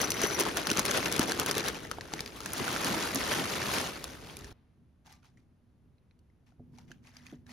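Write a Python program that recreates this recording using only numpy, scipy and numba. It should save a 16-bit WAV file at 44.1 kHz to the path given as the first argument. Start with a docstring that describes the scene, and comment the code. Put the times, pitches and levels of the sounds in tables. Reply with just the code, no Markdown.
"""Cereal rings rattle in quick surges, about ten a second, from a plastic bag into a ceramic bowl.
The film snaps and flexes, rings ping the bare bowl, then the rest slide back as the bag is stood up.
After a cut, a thin stream of milk patters on the cereal while the carton drones and gulps air.
Close to a phone with two microphones, in a small kitchen. Rings and milk are sums of tiny fading tones,
snaps and drops are short clicks, bowl and carton are struck modes, film and room are coloured noise."""
import sys
import numpy as np
from scipy import signal
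from scipy.fft import rfft, irfft
from scipy.io import wavfile
from numba import njit

SR = 44100
rng = np.random.default_rng(int(sys.argv[2]) if len(sys.argv) > 2 else 0)


def wrap_up_sound(samples):
    """Save the sound to the file named by the first command line argument, as 16-bit audio."""
    columns = np.atleast_2d(samples).T
    # keep every value between -1 and 1, then stretch to whole-number steps
    tamed = np.clip(columns, -1, 1)
    steps = np.round(tamed * 32767).astype(np.int16)
    wavfile.write(sys.argv[1], SR, steps)


N = 331632
TIME = np.arange(N) / SR
CUT_S = 4.53  # from the cereal to the milk
TOP_HZ = 15800  # top of the microphones' range
SIDES = np.array([[.5], [-.5]])  # shares a left minus right difference between the channels

# Bag, each shake of the hand throws the rings forward: [t/s, rustle level/dB]
SHAKES = [(0.01, -32), (0.232, -32.5), (0.318, -37.5), (0.401, -32), (0.481, -34), (0.584, -34.5),
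          (0.7, -34.5), (0.787, -32.5), (0.886, -33), (0.965, -30.5), (1.059, -36), (1.14, -35.5),
          (1.221, -32.5), (1.304, -34), (1.407, -34.5), (1.499, -32.5), (1.581, -32), (1.671, -33.5),
          (1.756, -44.5), (1.85, -49.5), (2.146, -47.5), (2.199, -47.5)]
SURGE_RISE_S, SURGE_FALL_S = 0.022, 0.026
# Bag, steady sliding as it is tipped, lifted and stood up: [t/s, rustle level/dB]
SLIDE = [(0.0, -35.5), (0.55, -44), (1.0, -38), (1.68, -46.5), (1.82, -51), (2.08, -54), (2.37, -50.5),
         (2.62, -37), (2.91, -34), (3.06, -37), (3.25, -37), (3.33, -32.5), (3.46, -37.5), (3.69, -36.5),
         (3.78, -31), (3.92, -46), (4.23, -54), (4.31, -53), (4.52, -58.5)]
# Place of the bag's mouth: [t/s, 1 = down in the bowl .. 0 = lifted away]
LOWERED = [(1.9, 0.66), (2.4, 0.29)]
# Sharpest snaps of film and landing rings: [t/s, approximate peak level/dB, ring f/Hz, relative treble/dB]
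SNAPS = [(0.014, -12.5, 6350, -4), (0.104, -14, 6100, -8), (0.118, -13.5, 2970, -12.5),
         (0.216, -15.5, 1840, -6), (0.398, -10.5, 1350, -3), (0.407, -11.5, 6050, -4),
         (0.464, -17.5, 1051, -28.5), (0.57, -14, 1540, -8), (0.67, -13.5, 1460, -13),
         (0.701, -13.5, 2870, -15), (0.714, -10.5, 1480, -14), (0.771, -13.5, 2620, -14),
         (0.793, -9.5, 1220, -6), (0.852, -14, 2070, -12), (0.86, -15.5, 2740, -10),
         (0.909, -15, 2260, -11), (0.913, -14, 1420, -14), (0.974, -14.5, 4320, -14),
         (1.058, -14, 2690, -17.5), (1.116, -20, 3520, -12), (1.124, -13.5, 3510, -11),
         (1.163, -16.5, 2440, -13), (1.193, -9.5, 1380, -10), (1.319, -14, 1516, -15),
         (1.397, -10, 1320, -8.5), (1.461, -15.5, 1500, -8), (1.511, -11.5, 1300, -11),
         (1.58, -14.5, 3630, -11), (1.683, -15.5, 1600, -7), (1.913, -17, 1288, -17.5),
         (1.984, -25, 790, -43), (2.009, -26.5, 1790, -19), (2.12, -33, 1210, -30),
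         (2.136, -19, 810, -17.5), (2.192, -25, 2300, -24), (2.205, -19.5, 5200, -15),
         (2.26, -27, 4860, -18), (2.276, -31, 4650, -19), (2.404, -26.5, 1270, -18),
         (2.459, -20.5, 1710, -13), (2.533, -18.5, 3020, -2), (2.679, -16.5, 1480, -24),
         (2.762, -17.5, 1530, -23.5), (2.845, -17.5, 1450, -10), (3.146, -18, 1060, -2),
         (3.157, -15.5, 1720, -11), (3.213, -21, 2110, -23), (3.318, -19, 1990, -16),
         (3.958, -33, 885, -23), (4.041, -21.5, 1150, -9.5), (4.297, -34.5, 3280, -32),
         (4.368, -29, 2390, -9.5), (4.389, -37, 4570, -9), (4.444, -33.5, 1780, -17.5)]
# Lesser landings around each shake: time scatter, level over the surge, central ring, relative treble
LANDING_SPREAD_S, LANDING_DB, LANDING_HZ, LANDING_TREBLE_DB = .036, 9.5, 1930, -15.5
# A click rebounds once, weaker: typical delay and relative level
BOUNCE_S, BOUNCE_DB = .004, -11
# Bag, its wall buckles: [t/s, peak level/dB, f/Hz]
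FLEXES = [(0.239, -23.5, 332), (0.405, -27.5, 375), (.717, -25.5, 288), (0.785, -29.5, 223),
          (1.195, -16.5, 248), (1.567, -28.5, 383), (1.917, -43, 554), (2.137, -33.5, 190),
          (2.207, -39, 140)]
# Bag, the heap slumps inside with a dull surge: [t/s, length/s, level/dB]
HEAVES = [(2.16, .04, -47), (2.615, 0.031, -34.5), (2.935, 0.17, -38), (3.165, 0.05, -36.5),
          (3.395, 0.09, -38.5)]
# Spectrum of rubbing rings: [f/Hz, level/dB]
RUSTLE_SPECTRUM = [(150, -16), (400, -3), (650, 1.5), (1400, 1), (2400, -1.5), (6500, -6), (10000, -11.5),
                   (15000, -21)]
# Spectrum of the burst in every snap, landing and drop: [f/Hz, level/dB]
SNAP_SPECTRUM = [(150, -9.5), (500, -1), (3000, -3), (6000, 5.5), (10000, -1), (15000, -9.5)]
# Spectrum of the bag wall: [f/Hz, level/dB]
BAG_SPECTRUM = [(40, -22), (110, -3), (220, -1), (380, -4.5), (600, -12), (4000, -57)]
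# Hollow of the bowl, colouring what sounds inside it: [f/Hz, gain/dB]
HOLLOW = [(190, -0.5), (400, 7.5), (850, -2), (1400, 1), (12000, -6)]

# Bowl, rings strike bare glaze: [t/s, relative level/dB]
PINGS = [(0.015, -26.5), (0.043, -26.5), (0.105, -24.5), (0.142, -28.5), (0.234, -22), (0.27, -26.5),
         (0.346, -26), (0.403, -29), (0.656, -34), (1.276, -32)]
# Bowl, modes of the ceramic: [f/Hz, relative level/dB, t60/s]
BOWL_MODES = [(2110, -20.5, 0.075), (5926, -18, 0.066), (5914, -6.5, 0.06), (10830, -17.5, 0.058),
              (13100, -22, 0.07)]
MODE_SPREAD = .006  # random spread of each mode's pitch, as a share

# Milk, spurts reaching the cereal: [t/s, length/s, level/dB, resonance f/Hz]
SPLASHES = [(5.043, 0.029, -54.5, 785), (5.081, 0.042, -58, 840), (5.218, 0.035, -60.5, 820),
            (5.357, 0.034, -71.5, 2200), (6.46, 0.011, -58, 850), (6.713, 0.1, -66, 902),
            (6.87, 0.046, -60.5, 2800), (7.018, 0.075, -61, 2150), (7.113, 0.086, -62, 1850),
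            (7.201, 0.13, -62.5, 1800), (7.454, 0.13, -55, 1990)]
POCKET_DB = -11  # air pockets between the wet rings colour each spurt a little
# Milk, drops and crackles in the wet cereal: [t/s, approximate peak level/dB, ring f/Hz, relative treble/dB]
DROPS = [(5.066, -48, 1730, -8), (5.124, -44, 1910, -7.5), (5.229, -55, 1380, -22), (5.372, -54, 2000, -19),
         (5.981, -63.5, 4030, -27.5), (6.109, -57.5, 4080, -31), (6.19, -61, 2890, -7.5),
         (6.299, -62, 2064, -28.5), (6.52, -55.5, 732, -30), (6.784, -40.5, 840, -14.5),
         (6.915, -35, 1557, -18), (7.07, -46.5, 2520, -13), (7.167, -37.5, 4960, -19),
         (7.265, -37, 2450, -15), (7.465, -47, 1700, -15)]
# Spectrum of the milk on the rings: [f/Hz, level/dB]
PATTER_SPECTRUM = [(450, -9.5), (800, -1), (2000, -2), (3600, -6), (6000, -6), (15000, -26)]
# Carton, the flow makes it drone: [t/s, relative level/dB]
OUTFLOW = [(6.3, -76), (6.58, -65), (6.7, -56), (6.92, -55.5), (7.1, -62.5), (7.5, -56.5)]
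# Carton, low murmurs of milk shifting as it is tipped: [t/s, length/s, level/dB]
MURMURS = [(4.82, 0.07, -66), (5.14, 0.13, -66.5), (5.37, 0.065, -64.5), (5.87, 0.12, -66)]
# Spectrum of the carton's drone: [f/Hz, level/dB]
DRONE_SPECTRUM = [(30, -11.5), (60, -3), (108, 3.5), (245, -5), (290, -10), (2000, -54.5)]
# Air drawn through the spout keeps the carton humming
HUM_HZ, HUM_Q, HUM_DB = 243, 19, -3
# Carton, gulps of air: [t/s, level/dB, bubble f/Hz]
GULPS = [(6.596, -39, 115), (6.902, -44.5, 130), (7.326, -34.5, 287.4)]
# Carton, modes of its hollow body: [f/Hz, relative level/dB, t60/s]
CARTON_MODES = [(147, -3, 0.14), (242.5, -3.5, 0.21), (331, -1.5, 0.058), (432, -8.5, 0.11),
                (582, -6.5, 0.051), (690, -4, 0.036)]
# Bowl, faint ring as the pour begins: [f/Hz, level/dB, t60/s]
RIM_MODES = [(1180, -66.5, 0.39)]
RIM_S = 5.125

# Spectrum of the kitchen air: [f/Hz, level/dB]
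KITCHEN_SPECTRUM = [(28, -13), (70, 3.5), (243, -7.5), (488, -21), (5720, -43), (11000, -45), (15000, -61)]
KITCHEN_DB = -65.5
# Difference between the phone's two microphones: [f/Hz, side minus mid level/dB]
WIDTH = [(60, -12), (300, -9.5), (650, -4.5), (5500, -5.5), (8000, -16.5), (15000, -28.5)]
# Microphone pair: [f/Hz, gain/dB, left minus right level/dB, phase lead of the left/rad]
PORTS = [(300, 1, -0.8, 0), (3000, 0.5, 2, 0.2), (5200, 0, 2, 0.4), (6200, 0.5, 2, -0.4),
         (7700, 2, -0.5, -3), (10400, 3, -0.7, -5.4), (12600, 1, -0.7, -6.7), (15300, 10, -0.5, -9.8)]


def amp(db):
    """Decibels to gain."""
    return 10 ** (np.asarray(db) / 20)


def curves(table):
    """The columns of a control table at every sample."""
    s, *columns = np.transpose(table)
    return [np.interp(TIME, s, column) for column in columns]


def unit(x):
    """Scale to rms 1."""
    return x / np.sqrt(np.mean(x ** 2))


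def noise():
    """Two independent channels of white noise."""
    return rng.standard_normal((2, N))


def add(track, s, sound):
    """Mix a sound into a track from time s on."""
    i = max(int(s * SR), 0)
    track[..., i:i + sound.shape[-1]] += sound[..., :N - i]


def colour(x, points, size=4096):
    """Causal minimum-phase filter through (Hz, dB) points."""
    hz, db = np.transpose(points)
    grid = np.maximum(np.fft.rfftfreq(size, 1 / SR), 1)
    gain_db = np.interp(np.log(grid), np.log(hz), db)
    # folding the cepstrum forward makes the response causal
    cepstrum = irfft(np.log(amp(gain_db)))
    cepstrum[1:size // 2] *= 2
    cepstrum[size // 2 + 1:] = 0
    response = irfft(np.exp(rfft(cepstrum)))
    return signal.oaconvolve(x, response[None], axes=-1)[:, :x.shape[-1]]


def resonance(x, hz, q):
    """A steep band-pass, scaled to rms 1."""
    b, a = signal.iirpeak(hz, q, SR)
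    once = signal.lfilter(b, a, x)
    return unit(signal.lfilter(b, a, once))


def spread(pair):
    """Turn a mid and a side signal into left and right."""
    mid, side = pair[:1], colour(pair[1:], WIDTH)
    return mid + np.array([[1], [-1]]) * side


def walk(per_s):
    """Smooth, bounded random wavering with a spread near 1."""
    knots = rng.uniform(-2, 2, 2000)
    return np.interp(TIME * per_s, np.arange(len(knots)), knots)


def swells(table):
    """A smooth rise and fall of gain for each row (s, length s, dB)."""
    total = np.zeros(N)
    for s, length_s, db in table:
        total += amp(db) * np.exp(-np.minimum((2 * (TIME - s) / length_s) ** 2, 50))
    return total


def ring(modes, t):
    """Fading modes after one blow, with slightly random balance and pitch."""
    total = np.zeros(len(t))
    for hz, db, t60 in modes:
        gain = amp(db + 2 * rng.standard_normal())
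        varied_hz = hz * rng.normal(1, MODE_SPREAD)
        total += gain * np.sin(2 * np.pi * varied_hz * t) * np.exp(-np.log(1000) * t / t60)
    return total


@njit
def chime(starts, hz, decay_s, sizes, glide):
    """Sum many short fading tones; each rises by the share glide of its pitch per decay time."""
    out = np.zeros((2, N))
    for k in range(len(starts)):
        step, life = 2j * np.pi * hz[k] / SR, decay_s[k] * SR
        z, p, bend = 1 + 0j, np.exp(step - 1 / life), np.exp(step * glide / life)
        for i in range(starts[k], min(starts[k] + int(5 * life), N)):
            out[0, i] += sizes[k, 0] * z.real
            out[1, i] += sizes[k, 1] * z.real
            z *= p
            p *= bend
    return out


def grains(per_s, scatter_db, ring_s, smear_s, count, glide=0):
    """Countless tiny contacts, few of them strong, each of count modes that ring ring_s at 1 kHz, less above."""
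    starts = np.flatnonzero(rng.random(N) < per_s / SR)
    sizes = amp(scatter_db * np.minimum(rng.exponential(size=len(starts)), 3.5))
    pitch, late = rng.random((len(starts) * count, 2)).T
    hz = (np.sqrt(300) + pitch * (np.sqrt(TOP_HZ) - np.sqrt(300))) ** 2
    damping = np.sqrt(hz / 1000)
    weights = rng.standard_normal((len(hz), 2)) * (np.repeat(sizes, count) * damping)[:, None]
    mode_starts = np.repeat(starts, count) + (late * smear_s * SR).astype(int)
    return chime(mode_starts, hz, ring_s / damping, weights, float(glide))


def clicks(table, rise_s, decay_s, ring_s, ring_gain, skirt_db, skirt_s, treble_db, bass_db, size=1024):
    """Each click is a burst and a ring with two overtones, a weaker, longer burst around it, and one rebound."""
    out, t = np.zeros((2, N)), (np.arange(size) - size // 4) / SR
    away = np.maximum(t - rise_s, 2 * (rise_s - t))  # twice as quick to build as to fade
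    envelope = np.exp(-away / decay_s) + amp(skirt_db) * np.exp(-away / skirt_s)
    for s, db, hz, bright_db in table:
        burst = colour(rng.standard_normal((2, size)) * envelope, SNAP_SPECTRUM, size=512)
        tone = np.zeros((2, size))
        for f in hz * np.cumsum([1, *rng.uniform(.5, 2.5, 2)]):
            phase = rng.uniform(0, 2 * np.pi, (2, 1))
            tone += (f < TOP_HZ) * np.sqrt(hz / f) * np.sin(2 * np.pi * f * t + phase)
        click = unit(burst) + ring_gain * unit(tone * np.exp(-away / ring_s))
        # thin below its pitch, tilted above
        knee_hz, tilt_db = min(hz, 2500), bright_db + treble_db
        tilt = [(knee_hz / 2, bass_db), (knee_hz, 0), (6000, tilt_db), (14000, 2 * tilt_db)]
        click = colour(click, tilt, size=512)
        # a click this short peaks about ten times over its rms
        click = amp(db) * unit(click) / 10
        add(out, s + t[0], click)
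        add(out, s + t[0] + BOUNCE_S * (.5 + rng.random()), amp(BOUNCE_DB) * click)
    return out


def flow(uneven_db=0.8, uneven_per_s=22):
    """Level of the moving rings in dB: a slightly uneven slide plus one surge for each shake."""
    power = amp(curves(SLIDE)[0] + uneven_db * walk(uneven_per_s)) ** 2
    for s, db in SHAKES:
        age = (TIME - s) / np.where(TIME < s, SURGE_RISE_S, SURGE_FALL_S)
        power = power + amp(db) ** 2 * np.exp(-np.minimum(age ** 2, 50))
    return 10 * np.log10(power)


def landings(scatter_octaves=0.53, treble_scatter_db=3, count=2):
    """Rows of lesser clicks, count around each shake, each of a different ring."""
    rows = []
    for s, db in count * SHAKES:
        late, pitch, bright = rng.standard_normal(3)
        rows.append((s + LANDING_SPREAD_S * np.tanh(late), db + LANDING_DB,
                     LANDING_HZ * 2 ** (scatter_octaves * pitch),
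                     LANDING_TREBLE_DB + treble_scatter_db * bright))
    return rows


def rings_and_film(flow_db, lowered):
    """Rings tumble from the mouth or slide inside, as many tiny contacts; creases of the film flip."""
    tumbling = grains(per_s=460, scatter_db=2.1, ring_s=.0032, smear_s=.0007, count=18)
    sliding = grains(per_s=1600, scatter_db=2.1, ring_s=.0028, smear_s=.0015, count=12)
    rustle = np.sqrt(lowered) * unit(colour(tumbling, RUSTLE_SPECTRUM))
    rustle += np.sqrt(1 - lowered) * unit(colour(sliding, RUSTLE_SPECTRUM))
    # thin and bright, softer once the bag is lifted
    creases = grains(per_s=57, scatter_db=1, ring_s=.0008, smear_s=0.00024, count=10)
    crinkle = unit(colour(creases, [(800, -6.5), (4000, 8.5), (15000, -1.5)]))
    return (rustle + amp(-15 + 2 * lowered) * crinkle) * amp(flow_db)


def bag_wall(flow_db, lowered, rumble_db=-19, rumble_share=0.69, grip_db=2, handling_db=-55):
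    """The wall rumbles with the flow, but swings less in level; handling and slumps add low noise."""
    level_db = rumble_share * flow_db + rumble_db + grip_db * lowered  # the pouring grip adds to it
    rumble = unit(colour(noise(), BAG_SPECTRUM)) * amp(level_db)
    handling = amp(handling_db) * resonance(noise(), hz=73, q=1.1)
    slumps = swells(HEAVES) * resonance(noise(), hz=203, q=1.0)
    return rumble + handling + slumps


def bag(flex_s=0.0031, left_db=2):
    """Rings, film and wall, with snaps and buckling, heard through the bowl's hollow while lowered."""
    flow_db, lowered = flow(), np.clip(curves(LOWERED)[0], 0, 1)
    out = rings_and_film(flow_db, lowered) + bag_wall(flow_db, lowered)
    out += clicks(SNAPS + landings(), rise_s=0.0012, decay_s=0.0007, ring_s=.0012, ring_gain=0.45,
                  skirt_db=-24, skirt_s=0.005, treble_db=11.5, bass_db=-3)
    t = TIME[:SR // 10]
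    swell = 2 * t / flex_s * np.exp(1 - 2 * t / flex_s)
    for s, db, hz in FLEXES:
        add(out[0], s, amp(db) * swell * np.sin(2 * np.pi * hz * t))
    out = spread(out)
    in_bowl = colour(out, HOLLOW) * amp(SIDES * left_db)
    return lowered * in_bowl + (1 - lowered) * out


def bowl(ping_db=2.5, left_db=5, graze_db=-35, covered_s=0.39, count=14):
    """Rings ping the glaze's modes, and more graze them until cereal covers the bottom."""
    out, t = np.zeros((2, N)), TIME[:SR // 4]
    grazes = [(s, graze_db) for s in rng.uniform(0, covered_s, count)]
    for s, db in PINGS + grazes:
        pair = np.array([ring(BOWL_MODES, t), ring(BOWL_MODES, t)])
        add(out, s, amp(db + ping_db) * pair)
    return spread(out) * amp(SIDES * left_db)


def carton_drone(drone_db=-2):
    """The flow and shifting milk sound a low drone, with a narrow hum of air drawn through the spout."""
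    outflow, murmurs = amp(curves(OUTFLOW)[0] + drone_db), swells(MURMURS)
    drone = unit(colour(noise(), DRONE_SPECTRUM)) * (outflow + murmurs)
    hum = resonance(noise(), HUM_HZ, HUM_Q) * (outflow + murmurs / 2)
    return drone + amp(HUM_DB) * hum


def milk_patter(settle_s=0.033):
    """The stream patters on the rings in spurts of tiny bubbles whose pitch rises."""
    bubbles = grains(per_s=1700, scatter_db=2.5, ring_s=.0028, smear_s=0.001, count=10, glide=.03)
    crackle = unit(colour(bubbles, PATTER_SPECTRUM))
    # the milk takes a moment to run off the rings
    keep = np.exp(-1 / (settle_s * SR))
    patter, t = np.zeros((2, N)), TIME[:SR // 3]
    for s, length_s, db, hz in SPLASHES:
        arriving = np.sqrt(np.abs(np.sin(np.pi * t / length_s))) * (t < length_s)
        spurt = signal.lfilter([1 - keep], [1, -keep], arriving)
        contacts = np.roll(crackle, -int(s * SR), axis=1)[:, :len(t)]
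        pockets = amp(POCKET_DB) * resonance(contacts, hz, q=2.2)
        add(patter, s, amp(db) * spurt * (unit(contacts) + pockets))
    return patter


def gulps(bubble_s=0.0093, push_s=0.00234, carton_db=-7):
    """Air bubbling into the carton sounds a short low tone and knocks the modes of its hollow body."""
    out, t = np.zeros(N), TIME[:SR // 3]
    soft_push = 1 - np.exp(-t / push_s)
    for s, db, hz in GULPS:
        bubble = np.sin(2 * np.pi * hz * t) * np.exp(-t / bubble_s)
        add(out, s, amp(db) * soft_push * (bubble + amp(carton_db) * ring(CARTON_MODES, t)))
    return out


def milk():
    """Drone, patter and drops in stereo, with the gulps and the faint bowl ring in the middle."""
    out = carton_drone() + milk_patter()
    out += clicks(DROPS, rise_s=0.0019, decay_s=0.0013, ring_s=0.0015, ring_gain=0.77,
                  skirt_db=-16, skirt_s=0.0056, treble_db=8.0, bass_db=-7.5)
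    out[0] += gulps()
    add(out[0], RIM_S, ring(RIM_MODES, TIME[:SR // 3]))
    return spread(out)


def room(x, wet_db=-17, t60_s=.22, first_s=.005):
    """The table and the nearby walls add a short, duller tail."""
    t = TIME[:SR // 2]
    tail = rng.standard_normal((2, len(t))) * np.exp(-np.log(1000) * t / t60_s) * (t > first_s)
    tail = colour(tail / np.sqrt(np.sum(tail[0] ** 2)), [(3000, 0), (12000, -7)])
    return x + amp(wet_db) * signal.oaconvolve(x, tail, axes=-1)[:, :N]


def kitchen(waver_db=0.56, waver_per_s=9):
    """Coloured noise for the room's air; its part below 500 Hz wavers softly."""
    air = unit(spread(colour(noise(), KITCHEN_SPECTRUM))) * amp(KITCHEN_DB)
    rumble = signal.sosfiltfilt(signal.butter(2, 500, fs=SR, output="sos"), air)
    return air + rumble * (amp(waver_db * walk(waver_per_s)) - 1)


def fading_rustle(level_db=-72, fade_s=0.15):
    """Dull noise that fades away from the cut."""
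    dull = unit(spread(colour(noise(), [(500, 3), (4000, -11), (9000, -34.5)])))
    return dull * amp(level_db) * np.exp(-np.abs(TIME - CUT_S) / fade_s)


def scene():
    """Cereal up to the cut, then a fading dull rustle and the milk; the kitchen lies under both."""
    before = np.clip((CUT_S - TIME) / .003, 0, 1)
    cereal = room(bag() + bowl())
    pour = room(milk()) + fading_rustle()
    return before * cereal + (1 - before) * pour + kitchen()


def record(dry):
    """The two microphone ports colour the sound and turn its phase; the top is cut."""
    hz, *columns = np.transpose(PORTS)
    grid = np.fft.rfftfreq(N, 1 / SR)
    gain_db, left_db, lead = (np.interp(grid, hz, column) for column in columns)
    response = amp(gain_db + SIDES * left_db) * np.exp(1j * SIDES * lead)
    heard = irfft(rfft(dry) * response, N)
    return signal.sosfilt(signal.ellip(8, .2, 80, TOP_HZ, fs=SR, output="sos"), heard)


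dry = scene()
out = record(dry)
wrap_up_sound(out)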